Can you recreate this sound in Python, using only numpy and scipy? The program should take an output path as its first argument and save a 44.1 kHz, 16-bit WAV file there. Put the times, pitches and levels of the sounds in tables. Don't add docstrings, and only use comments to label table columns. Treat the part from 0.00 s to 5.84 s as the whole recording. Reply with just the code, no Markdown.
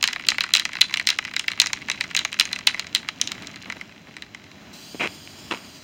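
import sys
import numpy as np
from scipy import signal
from scipy.fft import rfft, irfft
from scipy.io import wavfile
from scipy.ndimage import map_coordinates

SR = 44100
rng = np.random.default_rng(int(sys.argv[2]) if len(sys.argv) > 2 else 0)


def dump(signal):
    limited = np.clip(np.atleast_2d(signal).T, -1, 1)
    pcm = np.round(limited * 32767).astype(np.int16)
    wavfile.write(sys.argv[1], SR, pcm)


N = 257491
SIZE = 4096
HZ = np.fft.rfftfreq(SIZE, 1 / SR)


def amp(db):
    return 10 ** (np.asarray(db) / 20)


def unit(x):
    return x / np.sqrt(np.mean(x ** 2) + 1e-20)


def colour(points, hz):
    point_hz, point_db = np.transpose(points)
    return amp(np.interp(np.log(hz + 1), np.log(point_hz), point_db))


def curve(rows, axis=1):
    rows = np.asarray(rows)
    return np.interp(np.arange(N) / SR, rows[:, 0], rows[:, axis])


def shaped(x, points):
    gain = colour(points, np.fft.rfftfreq(N, 1 / SR))
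    return unit(irfft(rfft(x) * gain, N))


def wander(per_s):
    knots = rng.standard_normal(int(N / SR * per_s) + 2)
    return np.interp(np.arange(N) / SR * per_s, np.arange(len(knots)), knots)


def grains(per_s, spread_db):
    happens = rng.random(N) < per_s / SR
    sign = rng.choice([-1, 1], N)
    return happens * sign * amp(spread_db * np.minimum(rng.exponential(1, N), 3))


def add(mix, s, spectrum):
    lead = SIZE // 8
    pulse = np.roll(irfft(spectrum), lead)
    start = round(s * SR) - lead
    part = mix[max(start, 0):][:SIZE]
    part += pulse[:len(part)]


def late(ms):
    return np.exp(-2j * np.pi * HZ * ms / 1000)


def bending(travel_ms):
    return np.exp(-2j * np.pi * travel_ms / 1000 * (2 * np.sqrt(1000 * HZ) - HZ / 2))


# start_s, level_db, body_db and crack_db (both against that level), travel_ms (of a 1 kHz bending wave)
BALL_KNOCKS = [(0.0284, -10.5, -5.5, -7, 6.3), (.0404, -8, -3.5, -9.5, 3.14),
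               (0.0766, -13, -6.5, -7.5, 5.1), (.0861, -22.5, 4, -10, 3.7), (0.1322, -21, 0, -6, 7),
               (.161, -26.5, 9, -21, 5.7), (0.197, -33, 7.5, -15, 6.5), (0.2692, -24, -8, -15, 6.5),
               (0.2874, -5, -9, -6, 5.5), (0.304, -18, -7, -1, 4.3), (0.3185, -26.5, 12, -21, 4.4),
               (0.3838, -18.5, 5.5, -16, 4.3), (.408, -10.5, -5.5, -19, 6), (.439, -19.5, 3, -10, 8),
               (0.5385, -4.5, -11, -9, 7), (0.5516, -9, -4, -4.5, 6.2), (0.563, -13.5, -9, -10, 4.5),
               (.571, -9, -11, -16, 6.1), (0.5976, -13, -6, -10.5, 5.8), (0.6534, -19, 4, -2, 5.5),
               (.7334, -28.5, 2.5, -9, 5.6), (0.754, -25.5, 4, -23, 4.4), (.769, -25.5, 3.5, -27, 5.3),
               (0.8116, -7, -7, -18, 7.7), (.8156, -1, -11.5, -13.5, 4.85), (0.9409, -13.5, 0, -10.5, 4.1),
               (.973, -17, -1, -9, 4.2), (0.998, -20.5, 7, -14, 4.3), (1.0724, -8.5, -6, -6.5, 5.3),
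               (1.0899, -9.5, -4.5, -12, 5.8), (1.1034, -9.5, -14, -11, 4.5), (1.1882, -20, 9, -4, 6),
               (1.251, -25.5, 5, -9, 3.9), (1.3384, -29, 4, -12, 4.4), (1.3654, -15.5, 1, -7.5, 5),
               (1.3959, -15.5, -6, -5.5, 6.2), (1.4822, -11.5, -0.5, -22.5, 6),
               (1.5176, -22.5, 1.5, -10, 5.5), (1.601, -2.5, -12, -8.5, 5.6),
               (1.6179, -12, -4.5, -0.5, 7.5), (1.6406, -34, 12, -11, 2.5), (1.6612, -24.5, 5.5, 5.5, 6),
               (1.671, -20.5, -3.5, -1.5, 5.1), (1.7326, -19.5, 4.5, 3.5, 5.2), (1.8857, -31, 10, -4, 5.4),
               (1.9002, -18.5, 4.5, -1.5, 5.1), (1.9162, -18.5, -3, -7, 6.2), (2.0101, -16, 3.5, -11, 6.5),
               (2.0397, -30, 4, -7, 5.1), (2.1127, -32, 4, -10, 7), (2.1498, -19.5, 5.5, 0, 6.1),
               (2.1664, -13, -8.5, -1, 5.8), (2.1741, -13, -4.5, -23, 6.5), (2.192, -13, -10, -9, 6.5),
               (2.2506, -19, 5, 0, 5), (2.3291, -23, 0, -10, 3.8), (2.3426, -31, 5, -2, 5.5),
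               (2.3904, -27.5, 7, -9, 6.8), (2.3989, -4, -11, -11, 5.8), (2.4102, -11, -1, -13, 6),
               (2.4545, -27, 2.5, 4.5, 3.9), (2.5308, -15, -5.5, -11.5, 8), (2.5613, -28, 8, -6, 5.3),
               (2.59, -32, 2, 2, 5.3), (2.6713, -7.5, -6, -13, 6.2), (2.6734, -4.5, -10.5, -12, 4.9),
               (2.7453, -35, 18, -1, 4.4), (2.7959, -17, -4, -7.5, 2.5), (2.869, -33.5, 3, -4, 2.5),
               (2.9502, -6.5, -12, -10, 4.8), (2.9597, -12, -12, -26, 7), (3.0881, -18.5, 1, -12, 4.2),
               (3.2151, -11.5, -13.5, 2, 4.8), (3.275, -18.5, -12, -5.5, 3.65), (3.319, -19, -5.5, -9, 3.5),
               (3.4234, -34.5, -8, -7, 4.5), (3.4718, -28.5, -10, -2.5, 4.3), (3.56, -31.5, -4, -8, 4.8),
               (3.625, -35, -17, -7, 4.5), (3.7006, -31.5, 12.5, -4, 5.5), (3.7239, -32.5, 8.5, -4, 4.1),
               (3.8125, -34.5, 11.5, -10, 5), (4.1674, -35, 8, -4.5, 2.9), (4.2228, -28, -1, -12, 4.5),
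               (4.348, -37.5, 11, -1, 4), (4.4417, -47, 5, -3, 4.54), (4.5158, -41, 0, -10, 6)]
# pitch_hz, level_db
CAN_WALL = [(150, -26), (450, -26.5), (700, -18), (1000, -10), (1400, -6.5), (2000, 1.5), (2700, 4),
            (3300, 3), (4000, 4), (5000, 0.5), (7000, -1), (9000, -9.5), (10500, -25), (15500, -20.5)]
# pitch_hz, level_db (relative), t60_s (time to fall 60 dB)
CAN_RINGS = [(2022, -26.5, 0.033), (3730, -43, 0.012), (5090, -30, 0.032)]
# from_hz, to_hz
KNOCK_BANDS = [(2600, 5500), (700, 2600), (5500, 11000)]
SPOT_DB, RING_SPREAD_DB = 3.8, 3.5


def knocks(level_db=0., long_way_db=-9, long_way_ms=1.522, ground_db=-11, ground_ms=5.3, swing_ms=0.99,
           hollow=0.12, edge_share=0.19, top_share=0.29, top_db=0.0, force_share=0.017,
           ring_detune=.015, ground_spread_db=0.0):
    out, t = np.zeros(N), np.arange(SIZE) / SR
    contacts = BALL_KNOCKS + touches()
    for (s, db, body_db, crack_db, travel_ms), luck in zip(contacts, rng.standard_normal((230, 32))):
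        round_can = amp(long_way_db) * bending(travel_ms * 0.283)
        round_can = round_can * late(long_way_ms * (1 + 0.2045 * luck[0]))

        ring = np.zeros(SIZE)
        for (hz, ring_db, t60), chance in zip(CAN_RINGS, luck[5:]):
            fade = amp(ring_db + RING_SPREAD_DB * np.tanh(chance) - 60 * t / t60)
            ring += fade * np.cos(2 * np.pi * hz * (1 + ring_detune * luck[4]) * t)

        spot_places = np.linspace(0, np.sqrt(SR / 2), len(luck) - 2)
        spot = amp(SPOT_DB * np.interp(np.sqrt(HZ), spot_places, luck[2:]))
        sound = colour(CAN_WALL, HZ) * spot * bending(travel_ms)
        sound = sound * (1 + round_can) * (1 + 0.15 * rfft(ring))

        middle, body, crack = (
            10 * np.log10(np.sum(abs(sound[(HZ > lo) & (HZ < hi)]) ** 2) / (33 * SIZE))
            for lo, hi in KNOCK_BANDS)
        low = body_db - body + middle
        high = crack_db - crack + middle
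        top = top_db + top_share * high + force_share * (db + 14)
        tilt = [(1100, low * (1 + hollow)), (2200, low), (3400, 0),
                (4800, edge_share * high), (6300, high), (10000, top)]
        sound *= amp(db + level_db - middle) * colour(tilt, HZ)

        bounce = amp(ground_db + ground_spread_db * np.tanh(luck[2]) + 0.14 * body_db)
        bounce = bounce * late(ground_ms + swing_ms * luck[1]) / (1 + (HZ / 9000) ** 2)
        add(out, s, sound * (1 + bounce))
    return out


TRAVEL_MS, TRAVEL_SPREAD_MS = 4.8, 1.47
TOUCHES_PER_S, TOUCH_DB, TOUCH_SPREAD_DB = 24, -37.5, 2.5
TOUCH_BODY_DB, TOUCH_CRACK_DB, DULLING = 8.5, -13.5, .5


def touches():
    firm_db, rows = contact_db(), []
    for k, (when, force, edge, spot) in enumerate(rng.uniform(-1, 1, (130, 4))):
        s = (k + 1 + when) / TOUCHES_PER_S
        if s < JET_START_S:
            harder_db = TOUCH_SPREAD_DB * force
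            level_db = TOUCH_DB + firm_db[int(s * SR)] + harder_db
            body_db = TOUCH_BODY_DB - DULLING * harder_db
            crack_db = TOUCH_CRACK_DB + 4 * edge
            rows.append((s, level_db, body_db, crack_db, TRAVEL_MS + TRAVEL_SPREAD_MS * spot))
    return rows


# start_s, level_db
ARM_EFFORT = [(0, -1), (.7, 1.5), (2.5, -1), (3.1, -4.5), (3.6, -5), (3.9, -11), (4.5, -17.5), (4.75, -24)]
HARD_DB, FLIGHT_S, FLIGHT_DB = -8, 0.029, -3


def contact_db():
    t = np.arange(N) / SR
    blows = np.array([s for s, db, *_ in BALL_KNOCKS if db > HARD_DB] + [np.inf])
    wait = blows[np.searchsorted(blows, t)] - t
    return curve(ARM_EFFORT) + FLIGHT_DB * np.exp(-(wait / FLIGHT_S) ** 2)


# travel_ms, treble_corner_hz, favoured_hz, level_db
GRAZED_PLACES = [(5., 2550, 1440, -1.5), (6., 2900, 2130, -0.5), (5., 4700, 2800, 2),
                 (6., 16000, 6050, -3.5), (7., 7700, 3100, -3)]
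SKITTER_DB = -45.5
CHATTER_DB, CHATTER_GROWTH = -20, 1.18


def skitter(per_s=30, spread_db=4.0, slosh_db=-17, chatter_s=0.014, chatter_per_s=110, wait_s=0.008,
            favour=1.1, favour_width=.12):
    out, kicks = np.zeros(N), np.zeros(N)
    firm = amp(SKITTER_DB + contact_db())
    for s, db, *_ in BALL_KNOCKS:
        kicks[round((s + wait_s) * SR)] = amp(CHATTER_DB + CHATTER_GROWTH * min(db, HARD_DB))
    chatter = signal.lfilter([1], [1, -np.exp(-1 / (chatter_s * SR))], kicks)
    for travel_ms, soft_hz, band_hz, place_db in GRAZED_PLACES:
        glances = unit(grains(per_s, spread_db))
        slosh = amp(slosh_db) * rng.standard_normal(N)
        grazes = firm * amp(place_db) * (glances + slosh)
        grazes += chatter * unit(grains(chatter_per_s, 0.28))

        favoured = 1 + favour / (1 + ((HZ / band_hz - 1) / favour_width) ** 2)
        local = favoured / (1 + (HZ / soft_hz) ** 4)
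        chirp = irfft(colour(CAN_WALL, HZ) * local * bending(travel_ms))
        chirp = np.roll(chirp / np.linalg.norm(chirp), SIZE // 2)
        out += signal.oaconvolve(grazes, chirp, "same") / 2
    return out


def yard(x, wet_db=-18, first_s=0.012, t60=0.15, far_db=-31, far_s=0.068, far_t60=0.15, dull_hz=9000,
         half_turns_per_s=3.74 * 0.755, count=3):
    t, out = np.arange(SR // 2) / SR, np.zeros(N)
    for k in range(count):
        near, far = rng.standard_normal((2, len(t))) * (rng.random((2, len(t))) < 1200 / SR)
        near = near * (t > first_s) * amp(-60 * t / t60)
        far = far * (t > far_s) * amp(-60 * t / far_t60)
        tail = amp(wet_db) * near / np.linalg.norm(near) + amp(far_db) * far / np.linalg.norm(far)
        turn = np.arange(N) / SR * half_turns_per_s + k / count
        share = np.sqrt(2 / count) * np.cos(np.pi * turn)
        out += signal.fftconvolve(x * share, tail)[:N]
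    band = signal.butter(1, [1800, min(dull_hz, 20000)], "bandpass", fs=SR)
    return signal.lfilter(*band, out)


# pitch_hz, level_db (per Hz)
JET_HISS = [(600, -36), (1800, -28), (2800, -5), (3300, -0.5), (4000, -3), (4800, -0.5), (6000, -6),
            (7100, -5), (8900, -9.5), (10300, -24), (12000, -22), (14000, -13), (15600, -14), (16000, -56)]
# start_s, lag_ms
JET_ECHO_LAG = [(4.73, 0.6), (4.93, 0.53), (5.12, 0.5), (5.3, 0.54), (5.45, 0.48), (5.6, 0.51),
                (5.84, 0.58)]
JET_START_S, JET_ATTACK_S, JET_DB, JET_FADE_DB_PER_S = 4.727, 0.0073, -45, 4.5


def jet(echo=0.49, flutter_db=1.3, echo_top_hz=10500):
    hiss, at = shaped(rng.standard_normal(N), JET_HISS), np.arange(N)
    mirrored = map_coordinates(hiss, [at - curve(JET_ECHO_LAG) * SR / 1000], order=3)
    mirrored = signal.filtfilt(*signal.butter(2, min(echo_top_hz, 20000), fs=SR), mirrored)
    age = np.maximum(at / SR - JET_START_S, 0)
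    opening = np.minimum(age / JET_ATTACK_S, 1)
    level = amp(JET_DB - JET_FADE_DB_PER_S * age + flutter_db * wander(40))
    return opening * level * unit(hiss - echo * mirrored)


# start_s, length_s, attack_s, level_db, low_part_db (its weight), spot_hz (resonance of the pressed spot)
FINGER_RUBS = [(4.993, 0.074, 0.019, -20, 8.5, 2350), (5.507, 0.019, 0.0052, -21, 6.5, 1070),
               (5.532, 0.014, .005, -39, 18, 1080)]
# start_s, level_db, low_part_db (its weight)
FINGER_CATCHES = [(4.946, -28, 30), (4.953, -33, 24), (5.04, -24.5, 9), (5.059, -30, 20),
                  (5.074, -23.5, -9), (5.275, -35, -5), (5.512, -25, -4), (5.5383, -26, 16),
                  (5.547, -31, -10), (5.574, -37, -13)]
# pitch_hz, level_db
CAMERA_CASE = [(80, -30), (190, -4), (330, 1), (520, -3), (1000, -3.5), (1700, -2.5), (2450, 6), (3000, 2),
               (3600, -5), (5000, -13), (8000, -17.5), (15000, -52)]
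RUB_EASE_DB_PER_S, RUB_RELEASE_S = 102, 0.0042
BRUSH_DB, BRUSH_S = -15, .06


def finger(slips_per_s=1800, spread_db=2.5, split_hz=1600, spot_gain=1., spot_width_hz=400, travel_ms=1.42):
    slips = shaped(grains(slips_per_s, spread_db), CAMERA_CASE)
    low = signal.filtfilt(*signal.butter(2, split_hz, fs=SR), slips)
    out = np.zeros(N)
    for start, length, attack, db, low_db, spot_hz in FINGER_RUBS:
        age = np.maximum(np.arange(N) / SR - start, 0)
        after = np.maximum(age - length, 0)
        grip = np.minimum(age / attack, 1) * amp(db - RUB_EASE_DB_PER_S * np.minimum(age, length))
        release = np.maximum(np.exp(-after / RUB_RELEASE_S), amp(BRUSH_DB) * np.exp(-after / BRUSH_S))
        slide = slips + (amp(low_db) - 1) * low
        spot = signal.lfilter(*signal.iirpeak(spot_hz, spot_hz / spot_width_hz, SR), slide)
        out += grip * release * unit(slide + spot_gain * spot)
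    for s, db, low_db in FINGER_CATCHES:
        weight = amp(low_db / (1 + (HZ / 900) ** 3))
        sound = colour(CAMERA_CASE, HZ) * weight * bending(travel_ms)
        add(out, s, amp(db) * sound * np.sqrt(SIZE * 66 / np.sum(abs(sound) ** 2)))
    return out


# start_s, level_db, length_s
FOOTSTEPS = [(3.427, -38, 0.013), (3.686, -40.5, 0.023), (3.768, -38, 0.0095), (4.087, -43.5, 0.013)]
# pitch_hz, level_db (per Hz)
SOLE_COLOUR = [(60, -17), (130, 2), (210, 11), (400, 1), (700, 0.5), (1400, -5), (3000, -7), (9000, -33)]


def steps():
    t = np.arange(N) / SR
    press = sum(amp(db) * np.exp(-((t - s) / length) ** 2) for s, db, length in FOOTSTEPS)
    return press * shaped(rng.standard_normal(N), SOLE_COLOUR)


# pitch_hz, level_db (per Hz)
TOWN_COLOUR = [(20, -41.5), (50, -11.5), (100, 2), (135, -1), (200, 3.5), (290, 1.5), (520, -12),
               (620, -5.5), (720, -9), (1200, -12), (2400, -11), (7000, -22.5), (10500, -41), (15500, -32)]
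TOWN_DB = -46.5


def town(swell_db=-1.77):
    level = amp(TOWN_DB + swell_db * wander(8.4))
    return level * shaped(rng.standard_normal(N), TOWN_COLOUR)


def scene():
    can = knocks() + skitter()
    return (can + yard(can) + steps() + jet() + finger() + town())[None]


# pitch_hz, width_hz
CHANNEL_NOTCHES = [(3680, 195), (4380, 270), (8040, 570), (11720, 400)]
EDGE_HZ = 16050


def record(dry, peak_hz=4040, peak_width_hz=450, peak_gain=0.92, ceiling=0.95):
    x = dry + peak_gain * signal.lfilter(*signal.iirpeak(peak_hz, peak_hz / peak_width_hz, SR), dry)
    for hz, width in CHANNEL_NOTCHES:
        x = signal.lfilter(*signal.iirnotch(hz, hz / width, SR), x)
    x = np.clip(x, -ceiling, ceiling)
    low_pass = signal.firwin(511, EDGE_HZ, window=("kaiser", 9), fs=SR)
    return signal.oaconvolve(x, low_pass[None], "same")


dry = scene()
out = record(dry)
dump(out)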